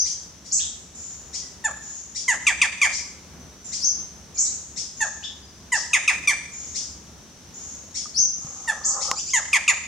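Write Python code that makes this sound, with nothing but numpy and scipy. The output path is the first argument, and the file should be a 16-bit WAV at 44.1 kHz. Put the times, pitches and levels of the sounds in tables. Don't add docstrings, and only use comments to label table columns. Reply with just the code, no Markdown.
import sys
import numpy as np
from scipy import signal
from scipy.fft import rfft, irfft
from scipy.io import wavfile

SR = 44100
rng = np.random.default_rng(int(sys.argv[2]) if len(sys.argv) > 2 else 0)


def generate_wav(signal):
    frames = np.transpose(np.atleast_2d(signal))
    scaled = np.clip(frames, -1, 1) * 32767
    pcm = np.round(scaled).astype(np.int16)
    wavfile.write(sys.argv[1], SR, pcm)


N = 435266

# start in seconds, level in dB, first pitch in Hz before any squeak,
# glide length in seconds, bend (1 = straight fall, more = pitch held longer),
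# first beak resonance in Hz, its level in dB, upper overtones in dB.
FALCON_YELPS = [(1.640, -21, 929, 0.029, 1.28, 7180, -1, -1.5),
                (2.279, -18, 1075, 0.049, 0.99, 6720, 2.5, -3),
                (2.467, -16, 1312, 0.044, 0.88, 6230, -4, 0.5),
                (2.615, -15.5, 1324, 0.035, 0.8, 6170, -6.5, 1.5),
                (2.815, -15.5, 1208, 0.045, 1.28, 6160, -4, 1),
                (5.004, -21, 933, 0.034, 1.17, 7070, -0.5, -3),
                (5.719, -18, 1030, 0.044, 1.08, 6920, -4, -2.5),
                (5.932, -16, 1327, 0.038, 0.97, 6200, -6, 1.5),
                (6.077, -15.5, 1332, 0.033, 1.14, 6100, -5.5, 1),
                (6.273, -18, 1200, .047, 1.7, 5850, -4, 5), (8.675, -21, 966, 0.034, 1, 7250, -14, 2),
                (9.334, -18, 1098, 0.051, 0.84, 6680, 3, -3),
                (9.530, -16, 1324, 0.045, 0.76, 6240, -7.5, 2.5),
                (9.678, -15.5, 1372, 0.04, 0.75, 6340, -5.5, 0.5)]
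# delay in seconds, level in dB, polarity.
PERCH_ECHOES = [(.0011, -34.5, 1), (.00268, -16, -1), (.00658, -24, -1), (.00997, -14.5, -1)]
# frequency in Hz, left minus right in dB.
FALCON_SIDE = [(1000, -1), (2200, 0), (7000, 1.5)]


def falcon():
    dry = np.zeros(N)
    for s, *note in FALCON_YELPS:
        add(dry, s, yelp(*note))
    near = dry.copy()
    for delay, db, polarity in PERCH_ECHOES:
        add(near, delay, np.sign(polarity) * amp(db) * dry)
    left = colour(near, [(hz, db / 2) for hz, db in FALCON_SIDE])
    right = colour(near, [(hz, -db / 2) for hz, db in FALCON_SIDE])
    flutter = amp(2 * wander(N, 70))
    echo = scatter(near, near_db=-3.0, near_t60=0.15, far_db=-11.0, gap_s=0.0041,
                   width=0.74, echoes_per_s=800)
    return np.array([left, right]) + flutter * echo


SOFT_HZ, FORCED_HZ = 926, 1215
BREAK_HZ, LAST_HZ = 811.6, 475
SOFT_DIVE_S, FORCED_DIVE_S = .032, .02
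GLIDE_FADE_DB, DIVE_FADE_DB = -8.5, -9
SOFT_BEAK_SHIFT_HZ, FORCED_BEAK_SHIFT_HZ = -550, 890
# frequency in Hz, gain in dB.
FALCON_COLOUR = [(450, -20), (820, -10.5), (895, -15.5), (970, -14.5), (1250, -18), (1520, -24),
                 (1720, -19.5), (2700, -16), (3550, -12.5), (4150, -23.5), (4700, -19), (5200, -17),
                 (6500, -26.5), (7400, -17), (8400, -19), (10000, -26.5), (12500, -43.5), (16000, -59.5)]


def yelp(level_db, first_hz, length, bend, beak_hz, beak_db, bright_db, jitter=0.012, beak_width_hz=330,
         squeak=0.12, squeak_s=0.0012, rasp_db=-42, uneven_db=5, tuned_db=19.5, dull_db=-8, mellow_db=3,
         spent_db=-5.0):
    force = np.clip((first_hz - SOFT_HZ) / (FORCED_HZ - SOFT_HZ), 0, 1)
    dive_s = SOFT_DIVE_S + force * (FORCED_DIVE_S - SOFT_DIVE_S)
    t = np.arange(0, length + dive_s, 1 / SR)
    glide, dive = ramp(t, length), ramp(t - length, dive_s)

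    pitch = first_hz + (BREAK_HZ - first_hz) * glide ** bend + (LAST_HZ - BREAK_HZ) * dive
    pitch = pitch * (1 + force * squeak * np.exp(-t / squeak_s))
    order = np.arange(1, 19)[:, None]
    hz = order * pitch * (1 + jitter * (1 + 2 * dive) * wander(len(t), 1571))

    tuned = tuned_db * (order == 2) * (1 - np.sqrt(dive) / 2)
    gain = amp(read(FALCON_COLOUR, hz) + tuned + bright_db * (order > 3))
    gain = gain * amp(mellow_db * (1.5 - force) * (order == 1))
    shift_hz = SOFT_BEAK_SHIFT_HZ + force * (FORCED_BEAK_SHIFT_HZ - SOFT_BEAK_SHIFT_HZ)
    beak = beak_hz + glide * shift_hz
    gain = gain + amp(beak_db) / (1 + ((hz - beak) / beak_width_hz) ** 2)
    flutter = np.array([wander(len(t), 150) for _ in order])
    gain = gain * amp(uneven_db * np.minimum(order / 4, 1) * flutter)
    gain = gain * amp(dull_db * (glide ** 2 + dive) * (order > 3))

    turns = np.cumsum(hz, 1) / SR + rng.random(order.shape)
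    voice = (gain * (hz < SR / 2) * np.sin(2 * np.pi * turns)).sum(0)
    voice += force * amp(rasp_db) * unit(colour(rng.standard_normal(len(t)), FALCON_COLOUR))
    attack = 1 - np.exp(-t / (0.0013 + 0.0072 * (1 - force)))
    gate = attack * signal.windows.tukey(len(t), .03)
    fade_db = GLIDE_FADE_DB * glide ** 2 + DIVE_FADE_DB * dive
    fade_db = fade_db + spent_db * force * glide
    return np.sqrt(2) * voice * amp(level_db + fade_db) * gate


LEAD_S = .2
# settings of chirp() by name, with
# frequencies in Hz, times in seconds, levels in dB, and drop, scoop, trill depth and jitter as fractions.
CHIT_SHAPE = dict(top_hz=3112, length=.05, start_hz=1760, rise_s=.028, rise_curve=1.7, drop=0.167, drop_s=0.016, attack_s=0.019, onset_db=-16, fade_db_per_s=-300, trill_hz=167.2, trill_depth=0.12, trill_grows_s=0.03, jitter=0.022, partials_db=[4, 3.5, 6.5, 10, -15])
SLUR_SHAPE = dict(start_hz=4180, rise_s=0.046, attack_s=0.032, onset_db=-18.5, fade_db_per_s=-13, release_s=0.039, trill_hz=144.1, trill_depth=0.028, jitter=0.013, partials_db=[-1, -20])
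BUZZ_SHAPE = dict(start_hz=3960, rise_s=.018, drop=0.44, drop_s=0.016, attack_s=0.013, onset_db=-15, fade_db_per_s=-93, release_s=0.0052, trill_hz=160.3, trill_depth=0.18, trill_grows_s=0.0335, jitter=0.0324, partials_db=[0])
PIP_SHAPE = dict(top_hz=1766, length=0.036, start_hz=1152, rise_s=0.015, drop=0.17, drop_s=0.0112, attack_s=0.016, onset_db=-14.5, fade_db_per_s=-300, release_s=0.014, trill_hz=163, trill_depth=0.077, jitter=0.044, partials_db=[-12.5, 6, -2.5, -6])
TICK_SHAPE = dict(top_hz=3660, length=0.048, start_hz=2380, rise_s=0.045, rise_curve=4.6, scoop=0.208, attack_s=0.0425, onset_db=-19, fade_db_per_s=-1200, trill_hz=119, trill_depth=.006, jitter=0.02, partials_db=[-16, -2, 5.5])
# start in seconds, level in dB.
CHIT_CALLS = [(.046, -28.5), (.445, -41), (1.329, -29.5), (2.146, -28.5), (2.92, -27), (3.716, -28),
              (4.76, -28.5), (5.74, -27), (6.743, -27), (7.942, -28), (9.003, -25.5)]
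PIP_CALLS = [(.591, -22.5), (5.226, -23)]
TICK_CALLS = [(9.156, -22.5), (9.265, -25)]
# start in seconds, level in dB, top pitch in Hz, length in seconds.
SLUR_CALLS = [(-.085, -12.5, 6120, 0.093), (3.803, -14.5, 6283, 0.092), (8.141, -13, 6244, 0.11)]
BUZZ_CALLS = [(.509, -12.5, 6990, 0.079), (4.368, -13.5, 6880, 0.098), (8.834, -13.5, 7160, 0.08)]


def small_birds():
    chits = colour(chirps(CHIT_CALLS, CHIT_SHAPE, LEAD_S),
                   [(2100, 3.5), (2750, -7.0), (3600, 8.5), (4300, 11.0), (5300, 17.0), (7000, 14.5),
                    (8500, -4.5), (11000, -15.0)])
    slurs = chirps(SLUR_CALLS, SLUR_SHAPE, LEAD_S)
    pips = chirps(PIP_CALLS, PIP_SHAPE, LEAD_S)
    buzzes = colour(chirps(BUZZ_CALLS, BUZZ_SHAPE, LEAD_S),
                    [(4300, -7), (5600, -4.5), (6900, 1), (8000, -4), (8500, -18)])
    scolds = in_foliage(chits + slurs + pips, left_db=2.0) + in_foliage(buzzes, left_db=0.0)
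    ticks = colour(chirps(TICK_CALLS, TICK_SHAPE), [(7000, 3.5), (9000, -32)])
    tick_echo = scatter(colour(ticks, LEAF_COLOUR), near_db=3, near_t60=0.091, far_db=0.5, gap_s=0.0045)
    return scolds + ticks + tick_echo


def chirps(calls, kind, lead_s=0):
    out = np.zeros(N + round(lead_s * SR))
    for s, *call in calls:
        add(out, s + lead_s, chirp(*call, **kind))
    return out


def chirp(level_db, top_hz, length, trill_hz, trill_depth, jitter, partials_db, start_hz=None, rise_s=.02,
          rise_curve=1, sag_hz_per_s=0, drop=0, drop_s=.02, attack_s=.002, onset_db=0, fade_db_per_s=0,
          release_s=0.002, trill_grows_s=0.022, scoop=0):
    t = np.arange(0, length, 1 / SR)
    hz = top_hz - sag_hz_per_s * t
    if start_hz:
        hz = hz - (top_hz - start_hz) * (1 - ramp(t, rise_s) ** rise_curve)
    hz = hz * (1 - drop * (1 - ramp(length - t, drop_s)))
    hz = hz * (1 - scoop * np.exp(-t / 0.00497))
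    trill_turns = np.cumsum(trill_hz * (1 + 0.171 * wander(len(t), 101.1))) / SR
    trill = ramp(t, trill_grows_s) ** 2 * np.sin(2 * np.pi * trill_turns)
    turns = np.cumsum(hz * (1 + trill_depth * trill) * (1 + jitter * wander(len(t), 874.0))) / SR
    tone = sum(amp(db) * np.sin(2 * np.pi * k * turns) for k, db in enumerate(partials_db, 1))
    shape_db = onset_db * (1 - ramp(t, attack_s)) + fade_db_per_s * np.maximum(t - attack_s, 0)
    gate = ramp(length - t, release_s) * signal.windows.tukey(len(t), .08)
    return unit(tone) * amp(level_db + shape_db) * gate


# frequency in Hz, gain in dB.
LEAF_COLOUR = [(2000, -8.5), (4200, -1)]


def in_foliage(dry, left_db):
    dry = colour(dry, [(9500, 1.0), (12500, -33)])
    echo = scatter(colour(dry, LEAF_COLOUR), near_db=-2.0, near_t60=0.48, far_db=-17.0, gap_s=0.0021)
    both = placed(amp(-13) * dry, 4 * left_db) + placed(echo, left_db)
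    return both[:, -N:]


WHISTLE_SHAPE = dict(sag_hz_per_s=1700, drop=0.051, drop_s=0.061, attack_s=0.051, onset_db=-1.5, fade_db_per_s=-15, release_s=0.037, trill_hz=184, trill_depth=0.015, jitter=0.012, partials_db=[0])
# start in seconds, level in dB, top pitch in Hz, length in seconds.
WHISTLE_CALLS = [(.94, -41.5, 7210, 0.23), (1.81, -40.5, 6910, 0.22), (3.64, -38, 7240, 0.09),
                 (4.338, -37.5, 6840, 0.21), (4.965, -36, 6690, 0.12), (6.512, -39.5, 6810, 0.23),
                 (7.53, -41, 6790, 0.24), (8.35, -41, 6680, 0.79)]
# start in seconds, length in seconds, pitch in Hz, fall in Hz, level in dB.
FAINT_TONES = [(1.415, 0.018, 2013, 80, -54), (3.327, 0.36, 6130, 153, -61),
               (4.344, 0.07, 2500, 520, -57.5), (5.412, 0.048, 4990, 14, -52)]


def far_birds_and_insect_tone():
    whistles = chirps(WHISTLE_CALLS, WHISTLE_SHAPE)
    hiss = unit(colour(rng.standard_normal(N),
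                       [(4000, -22.5), (5500, -7.5), (6800, 2.5), (7800, -11.5), (9500, -47)]))
    envelope = abs(signal.hilbert(whistles))
    dry = amp(-3.0) * whistles + amp(-6.5) * hiss * envelope
    for s, length, hz, fall_hz, level_db in FAINT_TONES:
        size = round(length * SR)
        pitch = (hz - np.linspace(0, fall_hz, size)) * (1 + 0.0044 * wander(size, 47))
        tone = np.sin(2 * np.pi * np.cumsum(pitch) / SR)
        add(dry, s, amp(level_db) * unit(tone) * signal.windows.tukey(size, .5))
    return placed(scatter(dry, near_db=1.5, near_t60=0.056, far_db=0, gap_s=0.002), left_db=3.0)


def camera():
    return zoom_motor() + knocks() + lever_click()


GEAR_TICKS_PER_S = 4000
# frequency in Hz, width in Hz, relative level in dB.
HOUSING_RINGS = [(537, 59, -7), (804, 49, -0.5), (1070, 37, -6), (1246, 97, -1.5)]


def zoom_motor():
    hz = np.fft.rfftfreq(N, 1 / SR)
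    body = sum(amp(db) / (1 + ((hz - f) / width) ** 2) for f, width, db in HOUSING_RINGS)
    gears = rng.standard_normal(N) * (rng.random(N) < GEAR_TICKS_PER_S / SR)
    whir = unit(irfft(rfft(gears) * body, N))
    lumps = amp(3.5 * wander(N, 70))
    return whir * zoom_level(np.arange(N) / SR) * lumps


SPIN_UP_DB_PER_S, RUN_DOWN_DB_PER_S = 418, 297
# start in seconds, length in seconds,
# level at the start in dB before the lumps, swell in dB per second.
ZOOM_RUNS = [(8.43, 0.41, -53, 11), (8.86, 0.27, -46.5, 49)]


def zoom_level(t):
    total = 0
    for s, length, level_db, swell in ZOOM_RUNS:
        run_db = level_db + swell * np.clip(t - s, 0, length)
        spin_up_db = SPIN_UP_DB_PER_S * np.maximum(s - t, 0)
        run_down_db = RUN_DOWN_DB_PER_S * np.maximum(t - s - length, 0)
        total = total + amp(run_db - spin_up_db - run_down_db)
    return total


# start
# in seconds, pitch in Hz, level in dB, time to fall by 60 dB in seconds.
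KNOCKS = [(8.057, 1226, -33.5, 0.052), (8.447, 150, -30, 0.066), (9.1146, 1080, -13.5, 0.031)]


def knocks():
    out, t = np.zeros(N), np.arange(SR // 10) / SR
    for s, pitch, level_db, t60 in KNOCKS:
        add(out, s, amp(level_db - 60 * t / t60) * np.sin(2 * np.pi * pitch * t))
    return out


CLICK_S, CLICK_DB = 9.1132, -12
# frequency in Hz, relative gain in dB.
LEVER_COLOUR = [(600, -51), (1900, 1.5), (3200, -15), (7200, 5), (9000, -20), (15000, -30)]


def lever_click():
    out, t = np.zeros(N), np.arange(SR // 10) / SR
    snap = unit(colour(rng.standard_normal(len(t)), LEVER_COLOUR))
    rise = t / .0012
    add(out, CLICK_S, amp(CLICK_DB) * snap * (rise * np.exp(1 - rise)) ** 2)
    return out


def background():
    swell = amp(.7 * wander(N, 5))
    return swell * (rumble() + insects())


# frequency in Hz, relative level in dB per Hz.
RUMBLE_COLOUR = [(15, -70), (41, -8), (72, 7), (108, -5.5), (180, 0.5), (330, -7.5), (540, -12),
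                 (1430, -17.5), (3000, -27.5), (7000, -35)]


def rumble():
    noise = unit(colour(pair(rng.standard_normal((2, N))), RUMBLE_COLOUR))
    return noise * amp(-49 + 1.48 * wander(N, 12))


# frequency in Hz, relative level in dB per Hz.
INSECT_COLOUR = [(2500, -12), (3600, -9), (4800, -10), (5500, -3.5), (6000, 2.5), (6700, -8), (8000, -14),
                 (11000, -22), (16000, -38)]


def insects():
    hiss = unit(colour(pair(rng.standard_normal((2, N))), INSECT_COLOUR)) * amp(-50.5)
    return placed(hiss, left_db=1.5)


# frequency in Hz, time to fall by 60 dB in seconds.
FOREST_DECAY = [(500, 0.82), (2200, 0.69), (6000, 0.84), (8000, 0.89), (13000, 0.05)]


def scatter(x, near_db, near_t60, far_db, gap_s, width=1, echoes_per_s=1600):
    t = np.arange(SR) / SR
    hits = rng.random(SR) < echoes_per_s / SR
    leaves = rng.choice([-1, 1], (2, SR)) * hits * amp(-60 * t / near_t60) * (t > gap_s)
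    leaves = leaves * np.array([[1], [width]])
    hz, when, z = signal.stft(rng.standard_normal((2, SR)), SR, nperseg=256)
    decay = amp(-60 * when / read(FOREST_DECAY, hz)[:, None])
    depth = signal.istft(z * decay, SR, nperseg=256)[1][:, :SR]
    depth = depth * np.clip((t - gap_s) / 0.03, 0, 1)
    echoes = pair(amp(near_db) * unit(leaves) + amp(far_db) * unit(depth)) / np.sqrt(SR)
    return signal.oaconvolve(x[None], echoes, axes=1)[:, :len(x)]


# frequency in Hz, left-right likeness from 0 to 1.
LIKENESS = [(60, 0.97), (250, 0.81), (1000, 0.66), (2200, 0.52), (4000, 0.42), (7000, 0.029), (14000, 0.09)]


def pair(two):
    size = two.shape[-1]
    c = np.clip(read(LIKENESS, np.fft.rfftfreq(size, 1 / SR)), -1, 1)
    mid, side = rfft(two) * np.sqrt([(1 + c) / 2, (1 - c) / 2])
    return irfft(np.array([mid + side, mid - side]), size)


def placed(x, left_db):
    return x * amp([[left_db / 2], [-left_db / 2]])


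def amp(db):
    return 10 ** (np.asarray(db) / 20)


def unit(x):
    return x / np.sqrt(np.mean(x ** 2) + 1e-20)


def ramp(t, span):
    return np.clip(t / span, 0, 1)


def read(points, hz):
    f, value = np.transpose(points)
    return np.interp(np.log(hz + 1), np.log(f + 1), value)


def colour(x, points):
    size = x.shape[-1]
    return irfft(rfft(x) * amp(read(points, np.fft.rfftfreq(size, 1 / SR))), size)


def wander(size, per_s):
    t = np.arange(size) / SR
    return np.interp(t * per_s, np.arange(4096), rng.standard_normal(4096))


def add(mix, s, sound):
    at = round(s * SR)
    sound = sound[max(-at, 0):]
    part = mix[max(at, 0):][:len(sound)]
    part += sound[:len(part)]


def scene():
    return falcon() + small_birds() + far_birds_and_insect_tone() + camera() + background()


def record(dry):
    low_pass = signal.firwin(511, 15850, window=("kaiser", 9), fs=SR)
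    return signal.oaconvolve(dry, low_pass[None], "same")


dry = scene()
out = record(dry)
generate_wav(out)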